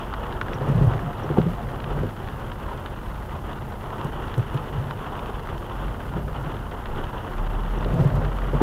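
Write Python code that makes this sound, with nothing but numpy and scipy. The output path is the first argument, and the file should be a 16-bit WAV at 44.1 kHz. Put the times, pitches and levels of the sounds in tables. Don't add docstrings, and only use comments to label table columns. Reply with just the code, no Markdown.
import sys
import numpy as np
from scipy import signal
from scipy.fft import rfft, irfft, next_fast_len
from scipy.io import wavfile
from scipy.ndimage import uniform_filter1d

SR = 44100
rng = np.random.default_rng(int(sys.argv[2]) if len(sys.argv) > 2 else 0)


def log_audio(samples):
    frames = np.atleast_2d(samples).T
    limited = np.clip(frames, -1, 1)
    pcm = np.round(limited * 32767).astype(np.int16)
    wavfile.write(sys.argv[1], SR, pcm)


N = 380141

# start_s, peak_db, colour_centre_hz, ring_share (of the cabin modes' t60)
CLACKS = [(.612, -20, 530, 0.41), (0.698, -13, 240, .4), (.812, -17, 340, .6), (0.844, -24, 380, .7),
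          (1.244, -23, 480, 0.46), (1.302, -17.5, 440, 1.1), (1.372, -12, 710, 0.7), (1.383, -4, 226, 0.47),
          (1.386, -10.5, 453, 0.49), (1.466, -17.5, 330, 0.34), (1.978, -21, 374, 0.56),
          (2.033, -17, 410, 0.69), (4.049, -24, 300, 0.72), (4.378, -22.5, 397, 1.3), (4.544, -23, 380, .6),
          (6.165, -21, 340, 1), (7.86, -17.5, 500, .45), (7.941, -24, 503, 1), (8.049, -21, 340, 0.79),
          (8.49, -27, 400, 0.4), (8.533, -16, 442, .6), (8.605, -15.5, 795, 0.97), (8.614, -5, 313, .85)]


def amp(db):
    return 10 ** (np.asarray(db) / 20)


def evened(x):
    return x / np.sqrt(np.mean(x ** 2) + 1e-20)


def read(points, hz):
    f, value = np.transpose(points)
    return np.interp(np.log(hz + 1), np.log(f + 1), value)


def add(mix, s, sound):
    part = mix[round(s * SR):][:len(sound)]
    part += sound[:len(part)]


def resonate(x, hz, width):
    r = np.exp(-np.pi * width / SR)
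    pole = r * np.exp(2j * np.pi * hz / SR)
    return 2 * signal.lfilter([1 - r], [1, -pole], x).real


def coloured(x, points):
    size = next_fast_len(N)
    gain = amp(read(points, np.fft.rfftfreq(size, 1 / SR)))
    return irfft(rfft(x, size) * gain, size)[:N]


def wander(seconds):
    span = max(round(seconds * SR), 1)
    once = uniform_filter1d(rng.standard_normal(N), span)
    return evened(uniform_filter1d(once, span))


def burst(noise, t60):
    t = np.arange(noise.shape[-1]) / SR
    return noise * amp(-60 * t / t60) * np.minimum(t / 0.00045, 1)


def peaked(x, hz, width):
    band = x
    for _ in range(3):
        band = resonate(band, hz, width)
    return band / abs(band).max()


def dips(t):
    # return_s, depth_db, sinking_time_s
    dip_table = [(.12, -0.5, 0.03), (2.15, -4, .05), (2.77, -5, 0.015), (3.43, -7, .03), (3.79, -4, 0.056),
                 (4.115, -5, 0.035), (4.715, -6, 0.014), (4.96, -5, 0.027), (5.6, -2, 0.048),
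                 (5.695, -0.5, 0.023), (5.985, -6, 0.033), (6.115, -8, 0.023), (6.274, -11.5, 0.053),
                 (6.705, -6.5, 0.045), (6.85, -2, 0.084), (7.12, -9, 0.015)]
    return_time_s = 0.0031
    level_db = 0
    for s, depth_db, sink_s in dip_table:
        side_s = np.where(t < s, sink_s, return_time_s)
        level_db = level_db + depth_db * np.exp(-((t - s) / side_s) ** 2)
    return level_db


def road(patchy_db=0.97, flicker_db=1.5, gust_db=1.47):
    # time_s, roar_level_db, spray_level_db
    ride = [(0, -35.5, -44.5), (.15, -33, -49.5), (.72, -33, -50.5), (1.4, -37, -53), (1.9, -35.5, -53),
            (2.16, -39.5, -54.5), (2.64, -35, -51), (3.2, -39, -56), (3.5, -33, -48.5), (3.75, -37, -55),
            (3.98, -35, -50.5), (4.37, -34, -48.5), (5.55, -35, -50), (6.05, -36.5, -50.5),
            (6.75, -34.5, -52.5), (7.0, -34, -49.5), (7.73, -34.5, -50), (8.0, -34.5, -52),
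            (8.62, -32.5, -49.5)]
    # frequency_hz, level_db (per Hz)
    roar_spectrum = [(12, -28), (26, -6), (48, -1), (68, -17), (130, -15), (200, -15.5), (400, -12),
                     (650, -16), (900, -12.5), (1250, -17.5), (1800, -27), (2300, -39.5), (2850, -29.5),
                     (3500, -36), (4100, -55.5), (6500, -57), (12000, -78)]
    s, roar_db, spray_db = np.transpose(ride)
    frames, hz = N // 128 + 5, np.fft.rfftfreq(512, 1 / SR)
    t = (np.arange(frames) * 128 - 256) / SR
    real, imag, patches = rng.standard_normal((frames, 257, 3)).T
    patches = evened(uniform_filter1d(uniform_filter1d(patches, 6, 0), 20, 1))
    flicker = evened(uniform_filter1d(rng.standard_normal(frames), 5))
    gusts = evened(uniform_filter1d(uniform_filter1d(rng.standard_normal(frames), 20), 20))

    low_db = np.interp(t, s, roar_db - roar_db.mean())
    high_db = np.interp(t, s, spray_db - spray_db.mean())
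    top = np.clip((hz - 1900) / 600, 0, 1)[:, None]
    swing_db = (1 - top) * low_db + top * high_db + gust_db * gusts + dips(t)
    share = np.clip(hz / 400, 0, 1)[:, None]
    moving_db = (flicker_db + 1.27 * top) * flicker + swing_db
    field = (real + 1j * imag) * amp(patchy_db * patches + share * moving_db)
    noise = signal.istft(field, nperseg=512, noverlap=384)[1][:N]
    return amp(-35.0) * evened(coloured(noise, roar_spectrum))


def boom(lumpy_db=1.5):
    # frequency_hz, width_hz (each of two passes), relative_gain_db
    panel_table = [(47.5, 22.3, 3), (108, 36, 4.5), (140, 36, 3.5), (230.3, 77.5, -8), (380, 514, -15),
                   (528, 260, -37)]
    # centre_s, top_db (before the lumps), half_width_s
    swell_table = [(.78, -25, 0.22), (1.4, -31, 0.14), (1.6, -39.5, 0.45), (2.0, -31, 0.11),
                   (4.1, -40, 0.045), (4.4, -40, 0.019), (4.78, -39, 0.17), (6.2, -36.5, 0.24),
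                   (8.04, -24, 0.22), (8.55, -22.5, 0.023)]
    steady_db = -39
    shake, t = rng.standard_normal(N), np.arange(N) / SR
    panels = sum(amp(db) * resonate(resonate(shake, hz, width), hz, width)
                 for hz, width, db in panel_table)
    level = amp(steady_db)
    for centre_s, db, half_s in swell_table:
        level = level + amp(db) * np.exp(-((t - centre_s) / half_s) ** 2)
    return level * amp(lumpy_db * wander(0.028)) * evened(panels)


def cruise():
    # frequency_hz, level_db (rms)
    tone_table = [(53, -40.5), (78, -45), (135, -45.5)]
    noise = rng.standard_normal(N)
    return sum(amp(db) * evened(resonate(resonate(noise, hz, 3.4), hz, 3.4)) for hz, db in tone_table)


def electronics(loud):
    # frequency_hz, level_db (per Hz)
    hiss_spectrum = [(2600, -14), (4500, -2.5), (7500, -6.5), (10100, -3.5), (11000, -2), (12400, -2.5),
                     (13800, -5), (14400, -1.5), (15000, -6), (16000, -7)]
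    # multiple_of_frame_rate, level_db (rms)
    hum_table = [(1, -43), (3, -43), (4, -48), (6, -54), (7, -47), (8, -57), (10, -57), (12, -54)]
    # frequency_hz, level_db (rms)
    whistle_table = [(7112, -81), (7144, -86), (12487, -88), (14224, -82), (14258, -86), (14288, -80)]
    frame_hz, line_hz, hiss_db = 30.0, 307.2, -59
    t = np.arange(N) / SR
    pulse = 1 + 0.058 * np.cos(2 * np.pi * frame_hz * t) + 0.047 * np.cos(4 * np.pi * frame_hz * t)
    pulse = pulse + 0.11 * np.cos(2 * np.pi * line_hz * t)
    stirred = 1 + 0.86 * abs(loud)
    noise = rng.standard_normal(N) * pulse * stirred * amp(0.77 * wander(0.017))
    hiss = amp(hiss_db) * evened(coloured(noise, hiss_spectrum))

    hum = sum(amp(db) * np.sin(2 * np.pi * (k * frame_hz * t + rng.random())) for k, db in hum_table)
    hum = hum * amp(0.44 * wander(0.11))

    jitter = wander(0.03) / 14000
    clock = 2 * np.pi * t + 0.9 * jitter
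    whistles = sum(amp(db) * np.sin(hz * clock + 6 * rng.random()) for hz, db in whistle_table)
    return hiss + np.sqrt(2) * (hum + whistles)


def tap(levels_db, noise, t60=0.019):
    # frequency_hz, width_hz (each of three passes)
    glass_bands = [(1150, 1200), (2900, 1500), (5500, 4000)]
    click = np.arange(noise.shape[-1]) == 4
    hits = 0.23 * burst(noise, t60) + click
    return sum(amp(db) * peaked(hit, hz, width)
               for db, hit, (hz, width) in zip(levels_db, hits, glass_bands))


def rain():
    # start_s, body_peak_db (near 1.2 kHz), tick_peak_db (near 3 kHz), splash_peak_db (near 5.5 kHz)
    drop_table = [(0.128, -25, -46, -58), (0.138, -18, -33, -52), (0.236, -23, -38, -61),
                  (0.325, -29, -33, -60), (0.413, -15, -25, -43), (.483, -26, -36, -62),
                  (0.533, -24, -28.5, -55), (.585, -28, -36, -58), (0.936, -26, -36, -61),
                  (.992, -24, -44, -58), (1.291, -24.5, -39, -57), (1.416, -30, -35, -60),
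                  (1.803, -27, -32.5, -52), (1.842, -24, -30, -59), (2.091, -28, -45, -57),
                  (2.286, -30, -36, -59), (2.517, -28, -33.5, -65), (2.775, -43, -42, -52),
                  (2.86, -25.5, -33, -56), (3.53, -36, -35.5, -58), (3.903, -32, -42, -55),
                  (4.013, -26, -34, -60), (4.071, -32, -46, -60), (4.281, -28, -36, -58),
                  (4.341, -25, -31, -55), (4.574, -26, -32, -50), (4.909, -22, -33, -52),
                  (5.192, -28, -34, -51), (5.259, -29, -34, -65), (5.472, -25, -38, -52),
                  (5.579, -34, -37, -46), (5.698, -33, -39, -60), (6.281, -30, -42, -60),
                  (6.364, -33, -37, -62), (6.567, -34, -37, -54), (6.712, -40, -42, -64),
                  (6.857, -24.5, -34, -65), (6.959, -37, -38, -56), (7.04, -23.5, -33.5, -56),
                  (7.069, -30, -39, -61), (7.382, -28, -36, -50), (7.826, -21, -37, -63),
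                  (7.846, -25, -32, -57), (8.248, -26, -33, -63), (8.386, -24, -37, -54),
                  (8.419, -24, -47, -62), (8.552, -30, -52, -64)]
    patter_db, patter_per_s = -45, 500
    out, patter = np.zeros(N), np.zeros(N)
    for (s, *levels_db), noise in zip(drop_table, rng.standard_normal((len(drop_table), 3, 800))):
        add(out, s, tap(levels_db, noise))

    falls = rng.random(N) < patter_per_s / SR
    size = amp(4.0 * np.minimum(rng.exponential(1, N), 3.5)) * falls
    spot = rng.integers(0, 12, N)
    for k, noise in enumerate(rng.standard_normal((12, 3, 800))):
        small_tap = tap((0, -11, -25), noise)
        patter += signal.oaconvolve(size * (spot == k), small_tap)[:N]
    return out + amp(patter_db + dips(np.arange(N) / SR)) * evened(patter)


def chirps():
    # start_s, peak_db, pitch_hz, t60_s (of the burst)
    chirp_table = [(0.5374, -45, 5650, 0.071), (1.2321, -46.5, 5630, 0.06), (7.7857, -46, 5700, 0.046)]
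    out = np.zeros(N)
    for (s, db, hz, t60), noise in zip(chirp_table, rng.standard_normal((len(chirp_table), 3000))):
        add(out, s, amp(db) * peaked(burst(noise, t60), hz, 930))
    return out


def blows(table, spread, rise):
    # frequency_hz, relative_level_db, t60_s (before the blow's ring share)
    mode_table = [(90.6, -32, 0.23), (112, -1.5, 0.13), (137, 0, 0.13), (163.5, -22.5, 0.21),
                  (171, 9.5, 0.13), (215, 10, 0.12), (340, 12, 0.076), (410, 3, 0.19), (501, 9, 0.068),
                  (746, 2, 0.12), (880, 10.5, 0.046), (1150, 4, .05)]
    out, t = np.zeros(N), np.arange(SR // 4) / SR
    hz, db, t60 = np.transpose(mode_table)[:, :, None]
    onset = np.sin(np.pi / 2 * np.clip(t / (2 * rise), 0, 1)) ** 2
    modes = np.sin(2 * np.pi * hz * (t - rise)) * onset
    for s, peak_db, centre_hz, ring in table:
        near = np.exp(-(np.log(hz / centre_hz) / spread) ** 2)
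        decay = amp(db - 60 * t / (t60 * ring))
        sound = (near * decay * modes).sum(0)
        add(out, s - 0.589 * rise, amp(peak_db) * sound / abs(sound).max())
    return out


def thumps():
    # start_s, peak_db, colour_centre_hz, ring_share (of the cabin modes' t60)
    thump_table = [(.555, -29, 135, 1), (.61, -24, 130, 1), (.684, -16, 137, 1), (.714, -18, 137, 0.91),
                   (.75, -13, 147.5, 1), (.775, -13.5, 108, 0.62), (.814, -8.5, 137, .8),
                   (.843, -16, 131, 1), (.868, -9, 110, 0.66), (.916, -16, 127, 0.66), (.943, -34, 106, .8),
                   (1.03, -24.5, 155, 0.97), (1.074, -29, 133, .8), (1.3, -24, 140, 0.78),
                   (1.404, -14, 146, 0.44), (1.434, -18.5, 129, 0.46), (1.462, -16.5, 176, .7),
                   (1.508, -24, 175, .9), (1.533, -31, 114, 0.65), (1.676, -36, 137, .8),
                   (1.95, -24, 130, 0.94), (1.985, -20.5, 144, 0.87), (4.05, -21.5, 140, .6),
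                   (4.378, -14.5, 131, 0.51), (4.395, -13.5, 121, 0.51), (4.55, -15, 128, 0.65),
                   (4.75, -23.5, 132, 0.73), (4.779, -24, 96, 0.51), (4.805, -26, 129, .7),
                   (6.16, -24, 173, 1), (6.43, -26, 102, 0.7), (6.469, -22, 140, 0.69),
                   (7.909, -27, 142, 1), (7.936, -14, 140, .9), (7.997, -11, 136, 1),
                   (8.055, -10, 137, 0.69), (8.142, -17.5, 134, 0.59), (8.28, -27, 140, 0.76),
                   (8.527, -28, 102, .7)]
    return blows(thump_table, spread=0.13, rise=0.014)


def clacks():
    return blows(CLACKS, spread=0.53, rise=0.0036)


def slaps():
    slap_db, slap_t60_s = np.array([-19.5, -30, -59]), 0.033
    out = np.zeros(N)
    for (s, db, *_), noise in zip(CLACKS, rng.standard_normal((len(CLACKS), 3, 800))):
        add(out, s, tap(db + slap_db, noise, slap_t60_s))
    return out


def fizzes():
    # start_s, peak_db
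    fizz_table = [(.6853, -45), (.7143, -50), (.7577, -46), (.842, -45), (.8694, -46), (1.3734, -48),
                  (4.0442, -40), (4.3774, -40.5), (4.5426, -42), (7.8141, -48), (7.9399, -43),
                  (7.9997, -48), (8.0416, -45), (8.0744, -45), (8.1544, -44)]
    out = np.zeros(N)
    for (s, db), noise in zip(fizz_table, rng.standard_normal((len(fizz_table), 3000))):
        add(out, s, amp(db) * peaked(burst(noise, 0.043), 8700, 12300))
    return out


def squeaks():
    # start_s, length_s, pitch_hz (before the roughness), top_level_db (rms)
    squeak_table = [(0.93, 0.042, 700, -50), (0.996, 0.055, 696, -40), (1.046, 0.094, 709, -38),
                    (1.575, .045, 700, -35.5)]
    out, rough = np.zeros(N), wander(0.0029)
    for s, length, hz, db in squeak_table:
        t = np.arange(0, length, 1 / SR)
        pitch_hz = hz * (1 + 0.015 * rough[:len(t)])
        tone = np.sin(2 * np.pi * np.cumsum(pitch_hz) / SR)
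        add(out, s, np.sqrt(2) * amp(db) * tone * signal.windows.tukey(len(t), 0.6))
    return out


def drones():
    # start_s, length_s, top_level_db (rms), third_harmonic_db (rms)
    drone_table = [(5.68, 0.34, -30.5, -49), (6.0, 0.42, -40, -54), (6.5, 0.25, -34, -50),
                   (6.826, 0.28, -29, -45), (7.286, 0.7, -23.5, -41.5), (8.02, .8, -27, -44)]
    # time_s, firing_rate_hz
    rev_table = [(5.65, 43.7), (5.85, 47), (6.09, 55.2), (6.39, 54.5), (6.5, 50.4), (6.79, 44.3),
                 (6.81, 20), (6.97, 22.5), (7.24, 30.5), (7.46, 35.6), (7.7, 40.2), (7.93, 43.5),
                 (8.1, 44.4), (8.62, 44.7)]
    rise_s, fall_s, waver_db = 0.12, 0.13, 1.2
    t = np.arange(N) / SR
    turn = 2 * np.pi * np.cumsum(np.interp(t, *np.transpose(rev_table))) / SR
    first = np.sin(turn)
    upper = np.sin(3 * turn) + 0.6 * np.sin(4 * turn) + 0.83 * np.sin(5 * turn)
    out = 0
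    for s, length, db, third_db in drone_table:
        swell = np.clip(np.minimum((t - s) / rise_s, (s + length - t) / fall_s), 0, 1)
        out = out + swell * (amp(db) * first + amp(third_db) * upper)
    return np.sqrt(2) * out * amp(waver_db * wander(0.18))


def scene():
    knocks = thumps() + clacks()
    ride = road() + boom() + cruise() + drones()
    blade_and_fizz = slaps() + squeaks() + chirps() + fizzes()
    return (ride + knocks + blade_and_fizz + rain() + electronics(knocks))[None]


def record(dry):
    low_pass = signal.firwin(2047, 15690, window=("kaiser", 10), fs=SR)
    return signal.oaconvolve(dry, low_pass[None], "same")


dry = scene()
out = record(dry)
log_audio(out)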